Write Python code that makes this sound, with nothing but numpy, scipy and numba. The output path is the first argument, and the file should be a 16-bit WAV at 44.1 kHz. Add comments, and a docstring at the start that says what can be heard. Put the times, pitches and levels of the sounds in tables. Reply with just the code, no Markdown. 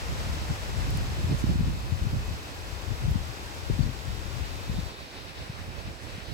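"""Tall palms hiss and patter all around in a steady breeze as their leaflets rub and tap.
One nearer crown swishes, with the odd frond brushing past and a few dry ticks.
Gusts hit a hand-held phone's two microphone ports, each on its own, as a low flutter; strong eddies thump.
Distant traffic murmurs underneath with a faint whine. Late on, the sound turns duller and thinner."""
import sys
import numpy as np
from scipy import signal
from scipy.fft import rfft, irfft
from scipy.io import wavfile
from scipy.ndimage import uniform_filter1d
from numba import njit

SR = 44100
rng = np.random.default_rng(int(sys.argv[2]) if len(sys.argv) > 2 else 0)


def output_pcm(signal):
    """Save a mono or channel-first signal as 16-bit PCM at the path in sys.argv[1].

    Samples are clipped to [-1, 1] before scaling.
    """
    pcm = np.clip(np.atleast_2d(signal).T, -1, 1) * 32767
    wavfile.write(sys.argv[1], SR, np.round(pcm).astype(np.int16))


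N = 279153
TIME = np.arange(N) / SR
FREQ = np.maximum(np.arange(N // 2 + 1) * SR / N, 1)
PORT_LAG_S = 0.0004794  # travel time of sound from one port to the other


def crown(taps_per_s=900, tap_spread_db=3., tap_share=0.57, sway_db=0.3, flutter_db=1.12):
    """One palm: air hisses past the leaflets, which tap each other in flurries as the fronds sway."""
    motion = undb(sway_db * walk(3) + flutter_db * walk(30))
    hits = rng.random(N) < taps_per_s * motion ** 2 / SR
    taps = hits * rng.choice([-1, 1], N) * undb(tap_spread_db * np.minimum(rng.exponential(size=N), 5))
    scrape = rng.standard_normal(256) * np.exp(-np.arange(256) / SR / 0.0017)  # each tap is a tiny scrape
    patter = unit(signal.fftconvolve(taps, scrape)[:N])
    hiss = unit(motion * rng.standard_normal(N))
    return hiss + tap_share * patter


# rustle envelope, strong at first and then easing: t/s, level/dB (before gain_db)
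RUSTLE_ENVELOPE = [(0.05, -45.5), (0.6, -46), (1.3, -47), (1.67, -50), (2.8, -49.5), (4.07, -49),
                   (4.45, -49), (4.85, -49.5)]
# tone of the rustling fronds: f/Hz, gain/dB
FROND_EQ = [(200, -3), (430, 1), (750, 2.1), (1050, 0.8), (1270, -1.2), (1530, 0.2), (1900, -1.05),
            (2200, -2.16), (3150, -6), (3750, -5.5), (4600, -6), (5600, -5), (6750, -19.5), (7600, -12),
            (9000, -19.5), (11500, -26.5), (16000, -30.5)]

def palms(count=9, gain_db=6.5, lean_db=-1.5):
    """Crowns in a ring around the phone, a little louder on the right, all driven by one breeze."""
    azimuths = 2 * np.pi * (np.arange(count) + .5) / count
    grove = sum(arrive(crown(), a) * undb(lean_db * np.sin(a)) for a in azimuths)
    return unit(colour(grove, FROND_EQ)) * undb(curve(RUSTLE_ENVELOPE) + gain_db)


# swish envelope of the nearer palm: t/s, level/dB
SWISH_ENVELOPE = [(0, -64), (1.3, -55.5), (1.6, -56), (4.1, -55), (4.4, -54), (4.85, -51), (5.05, -52.5),
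                  (5.9, -60), (6.3, -52)]

def near_palm(centre_hz=4150, width_hz=1500, start_rad=-1.34, turn_rad_per_s=0.14):
    """A nearer crown swishes in a narrower band, drifting in from the right as the phone turns."""
    rustle = crown(tap_share=0.69, flutter_db=1.0)
    swish = unit(bell(rustle, centre_hz, width_hz)) * undb(curve(SWISH_ENVELOPE))
    lead = .5 * PORT_LAG_S * np.sin(start_rad + turn_rad_per_s * TIME)
    return np.array([np.interp(TIME + side * lead, TIME, swish) for side in (1, -1)])


# single fronds brushing or squeaking: t/s, level/dB, half-length/s, f/Hz, width/Hz
BRUSH_CUES = [(0.2, -52, 0.05, 4200, 900), (0.41, -52, 0.055, 4400, 900), (0.94, -52, 0.066, 4500, 1100),
              (1.40, -50.5, 0.027, 5900, 8900), (3.833, -45, 0.009, 4350, 350),
              (3.831, -46, 0.008, 4720, 400), (4.437, -48.5, 0.03, 2100, 1600),
              (4.47, -54, 0.045, 4500, 700), (5.437, -51.5, 0.064, 4200, 2200),
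              (5.587, -46.5, 0.022, 1300, 1400), (5.867, -55, 0.04, 2300, 900),
              (6.18, -48, 0.064, 2200, 2000)]

def brushes():
    """Now and then one nearer frond slides over another."""
    return sum(band(hz, width) * undb(db) * swell(t, half) for t, db, half, hz, width in BRUSH_CUES)


# small dry ticks: t/s, relative level/dB, f/Hz, width/Hz
TICK_CUES = [(0.905, -25, 11000, 8000), (0.9725, -20, 9900, 8000), (1.039, -35, 12500, 3000),
             (3.111, -26.5, 12500, 7000)]

def ticks(decay_s=0.00093, left_db=-14):
    """Short bright clicks close to the right port, each with its own colour."""
    clicks = sum(undb(db) * (TIME >= t) * np.exp(-np.abs(TIME - t) / decay_s) * band(hz, width)
                 for t, db, hz, width in TICK_CUES)
    return .5 * clicks * undb([[left_db], [0]])


# bed of moving air between gusts: t/s, left level/dB, right level/dB
DRAUGHT_BED = [(0, -40, -38.5), (1.2, -32.5, -37), (1.85, -37, -37.5), (2.3, -42, -52), (2.5, -44.5, -41),
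               (2.8, -40, -47), (3.2, -37, -49), (3.5, -43, -45), (3.7, -33.5, -42), (4.1, -38.5, -48),
               (4.87, -33.5, -41), (4.92, -59, -42.5), (6.33, -67, -37.5)]
# gusts that swell and fade: peak t/s, left level/dB, right level/dB, half-length/s
GUST_CUES = [(0.122, -37, -29.5, 0.042), (0.318, -33, -38, 0.13), (0.513, -28, -30.5, 0.026),
             (0.628, -35, -47, 0.021), (0.794, -31.5, -48, 0.051), (0.95, -32, -28.5, 0.11),
             (1.125, -41, -36.5, 0.27), (1.323, -27.5, -24, 0.047), (1.5, -27.5, -23, 0.075),
             (1.61, -28.5, -26.5, 0.06), (1.685, -29, -27, 0.062), (1.943, -28, -46, 0.032),
             (2.04, -27.5, -33, 0.043), (2.154, -29, -28.5, 0.062), (2.3, -34.5, -34, 0.07),
             (2.737, -34, -56, 0.053), (2.914, -27, -54, 0.039), (3.096, -27.5, -30.5, 0.12),
             (3.294, -39.5, -50, 0.04), (3.73, -30.5, -32, 0.046), (3.845, -27, -35, 0.069),
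             (4.108, -30, -41.5, 0.058), (4.406, -28, -45, 0.049), (4.537, -40, -50, 0.052),
             (4.71, -33, -35, 0.023), (4.778, -31, -32.5, 0.042), (5.007, -52, -38.5, 0.048),
             (5.404, -40, -35, 0.036), (5.605, -40, -37.5, 0.043), (5.692, -36, -35, 0.025),
             (5.78, -62, -32, 0.024), (5.882, -33, -32.5, 0.038), (6.06, -62, -37, 0.063),
             (6.139, -36, -42, 0.025), (6.305, -49, -30, 0.028)]

def turbulence(unrest_db=2.0, rate=26):
    """Wind strength in dB at each port: gusts ride on the draught, and the air is never quite even."""
    times, *sides = np.transpose(DRAUGHT_BED)
    power = undb([np.interp(TIME, times, db) for db in sides]) ** 2
    for t, left_db, right_db, half in GUST_CUES:
        power += (undb([[left_db], [right_db]]) * swell(t, half)) ** 2
    return 10 * np.log10(power) + unrest_db * np.array([walk(rate), walk(rate)])


def buffet(db, corner_hz, growth, damping, gain_db, usual_db=-30, evenness=0.92):
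    """Flutter on one port: faster air is louder and sheds smaller eddies, so its roll-off moves up."""
    hz = corner_hz * (0.67 + 0.32 * undb(growth * (db - usual_db)))
    rumble = lowpass(lowpass(rng.standard_normal(N), hz, damping), hz, 2.17)
    flow = unit(port(rumble / np.sqrt(hz)))
    # eddies follow each other closely, so the flutter keeps near the strength of the gust
    strength = np.sqrt(uniform_filter1d(flow ** 2, size=2048))
    return unit(flow / strength ** evenness) * undb(db + gain_db)


# thumps of the strongest eddies: t/s, peak level/dB, left minus right/dB, f/Hz
THUMP_CUES = [(0.271, -25, 7, 103), (0.509, -14, 12, 109), (0.957, -22.5, -12, 115),
              (1.245, -16.5, 15, 107), (1.325, -18, 7, 138), (1.442, -12.5, -21, 202),
              (1.494, -21.5, -8, 191), (1.557, -20, -6, 190), (1.591, -16, 13, 90), (1.61, -14, 12, 142),
              (1.686, -26, -12, 171), (1.923, -14, 27, 105), (2.069, -18, 20, 120), (2.133, -22, -10, 183),
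              (3.083, -14, 20, 112), (3.111, -17, 11, 90), (3.158, -13, 24, 151), (3.700, -16, 22, 275),
              (3.708, -12.5, 23, 110), (3.793, -12.5, 31, 168), (3.807, -8.5, 24, 101),
              (3.834, -21, 20, 170), (4.697, -17.5, 20, 137), (4.79, -16.5, 23, 120), (5.418, -31, 1, 102),
              (5.5, -20.5, 3, 113), (5.888, -27, -11, 134), (6.183, -25, -6, 138)]

def thumps(half_length_cycles=0.44):
    """A strong eddy rolls over a port: the pressure swings once or twice, faster for a small one."""
    out = np.zeros((2, N))
    for t, db, pan_db, hz in THUMP_CUES:
        swing = port(swell(t, half_length_cycles / hz) * np.cos(2 * np.pi * hz * (TIME - t)))
        pan = undb([[pan_db], [0]])
        out += swing / np.abs(swing).max() * undb(db) * pan / pan.max()
    return out


# tone of the road's murmur: f/Hz, gain/dB
ROAD_EQ = [(30, -20), (70, -21), (200, -2.5), (320, 1.5), (600, -9), (1000, -8.5), (2000, -12.5),
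           (5000, -64)]
# thin far tones: f/Hz, width/Hz, base level/dB
WHINE_TONES = [(548, 9.6, -63), (2558, 12, -64), (2520, 260, -63), (3660, 11, -71)]
# how well those tones carry: t/s, gain/dB
WHINE_ENVELOPE = [(0, -4), (1.2, 2), (1.8, 2), (3.8, -2.5), (4.6, 3), (5.1, -1), (5.6, 3), (6.2, -2)]

def traffic(level_db=-49.5, swell_db=0.7, azimuth_rad=-0.63, diffuse=0.37, waver_db=2.5, waver_rate=9):
    """A far road to the right, partly scattered by the town; moving air makes its tones come and go."""
    road = arrive(rng.standard_normal(N), azimuth_rad) + diffuse * rng.standard_normal((2, N))
    whine = sum(band(hz, width) * undb(db + waver_db * walk(waver_rate)) for hz, width, db in WHINE_TONES)
    murmur = unit(colour(road, ROAD_EQ)) * undb(level_db + swell_db * walk(3.04))
    return murmur + whine * undb(curve(WHINE_ENVELOPE))


def patchy(x, depth, rate=24, flutter_db=1.13, count=7):
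    """Each octave of the sound flutters on its own, as far as depth (0-1) allows."""
    octave = np.clip(np.log2(FREQ / 250), 0, count - 1)
    spectrum = rfft(x)
    parts = (irfft(spectrum * np.maximum(1 - np.abs(octave - k), 0), N) for k in range(count))
    return sum(part * undb(flutter_db * depth * walk(rate)) for part in parts)


def arrive(x, azimuth_rad):
    """A far source (left is positive) at the two ports: the nearer port hears it first."""
    lead = PORT_LAG_S * np.sin(azimuth_rad) * np.array([[.5], [-.5]])
    return irfft(rfft(x) * np.exp(2j * np.pi * FREQ * lead), N)


def port(pressure, low_hz=50):
    """A port passes no slow pressure change, so every push swings back."""
    return signal.sosfilt(signal.butter(4, low_hz, "high", fs=SR, output="sos"), pressure)


@njit
def lowpass(x, hz, damping):
    """Two-pole low-pass whose corner may move at every sample."""
    y, band_state, low_state = np.empty(len(x)), 0., 0.
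    for i in range(len(x)):
        g = np.tan(np.pi * hz[i] / SR)
        mid = (band_state + g * (x[i] - low_state)) / (1 + g * (g + damping))
        y[i] = low_state + g * mid
        band_state, low_state = 2 * mid - band_state, 2 * y[i] - low_state
    return y


def colour(x, points):
    """EQ through (f/Hz, gain/dB) points on a log-frequency axis."""
    hz, db = np.transpose(points)
    return irfft(rfft(x) * undb(np.interp(np.log(FREQ), np.log(hz), db)), N)


def bell(x, centre_hz, width_hz):
    """Bell-shaped band-pass."""
    return irfft(rfft(x) * np.exp(-2 * ((FREQ - centre_hz) / width_hz) ** 2), N)


def band(centre_hz, width_hz):
    """A band of noise, unrelated at the two ports."""
    return unit(bell(rng.standard_normal((2, N)), centre_hz, width_hz))


def walk(rate):
    """Smooth random wandering, about rate turns a second, rms 1."""
    knots = rng.standard_normal(1024)
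    return unit(uniform_filter1d(np.interp(TIME * rate, np.arange(len(knots)), knots), size=512))


def swell(t, half_length_s):
    """A smooth rise and fall, 1 at time t."""
    return np.exp(-((TIME - t) / half_length_s) ** 2)


def curve(rows):
    """Join (t/s, value) rows by straight lines."""
    return np.interp(TIME, *np.transpose(rows))


def undb(db):
    """Decibels to gain."""
    return 10 ** (np.asarray(db) / 20)


def unit(x):
    """Scale to rms 1."""
    return x / np.sqrt(np.mean(x ** 2))


# sheen on the left airborne sound until dull_at_s: f/Hz, gain/dB
LEFT_SHEEN_EQ = [(300, 1.5), (1200, 1), (1700, -1), (2300, 0), (3200, 3), (4200, -0.5), (5600, -3.5),
                 (6700, 10.5), (7600, 5), (9000, 3.5), (12000, 9.5), (15500, 7)]
# thinner tone from dull_at_s on: f/Hz, gain/dB
THIN_EQ = [(70, -3.5), (200, -2.5), (400, -0.5), (620, 0.5), (850, -2.5), (1250, -2.5), (2000, -1),
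           (2500, -0.3), (3100, 0), (4000, -0.6), (5500, -4), (6700, 1), (7700, -0.5), (9000, 0.5),
           (15000, 2)]
# brief late dips in level: t/s, gain/dB
LEVEL_DIPS = [(4.96, -1), (5.1, -3), (5.32, -1.7), (5.52, -1), (5.97, -3.5)]

def scene(hiss_db=-61.5, dull_at_s=4.9, fade_s=0.026, dip_half_s=0.04):
    """Palms, road and faint hiss, plus wind on the ports; late on it turns duller, thinner and patchier."""
    dull = np.clip((TIME - dull_at_s) / fade_s + .5, 0, 1)
    air = patchy(palms() + near_palm() + traffic(), dull) + brushes()
    air += undb(hiss_db) * rng.standard_normal((2, N))
    left_db, right_db = turbulence()
    wind_left = buffet(left_db, corner_hz=116.4, growth=0.81, damping=1.75, gain_db=2.5)
    wind_right = buffet(right_db, corner_hz=173, growth=1.0, damping=1.55, gain_db=1.73)
    wind = np.array([wind_left, wind_right]) + thumps()
    bright = np.array([colour(air[0], LEFT_SHEEN_EQ), air[1]]) + wind
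    dips_db = sum(db * swell(t, dip_half_s) for t, db in LEVEL_DIPS)
    thin = colour(air + wind, THIN_EQ) * undb(dips_db)
    return (1 - dull) * bright + dull * thin + ticks()


def record(dry, low_hz=24, top_hz=15850):
    """The phone cuts the deepest rumble and the top."""
    dry = signal.sosfilt(signal.butter(2, low_hz, "high", fs=SR, output="sos"), dry)
    return signal.sosfilt(signal.ellip(10, .2, 80, top_hz, fs=SR, output="sos"), dry)


dry = scene()
out = record(dry)
output_pcm(out)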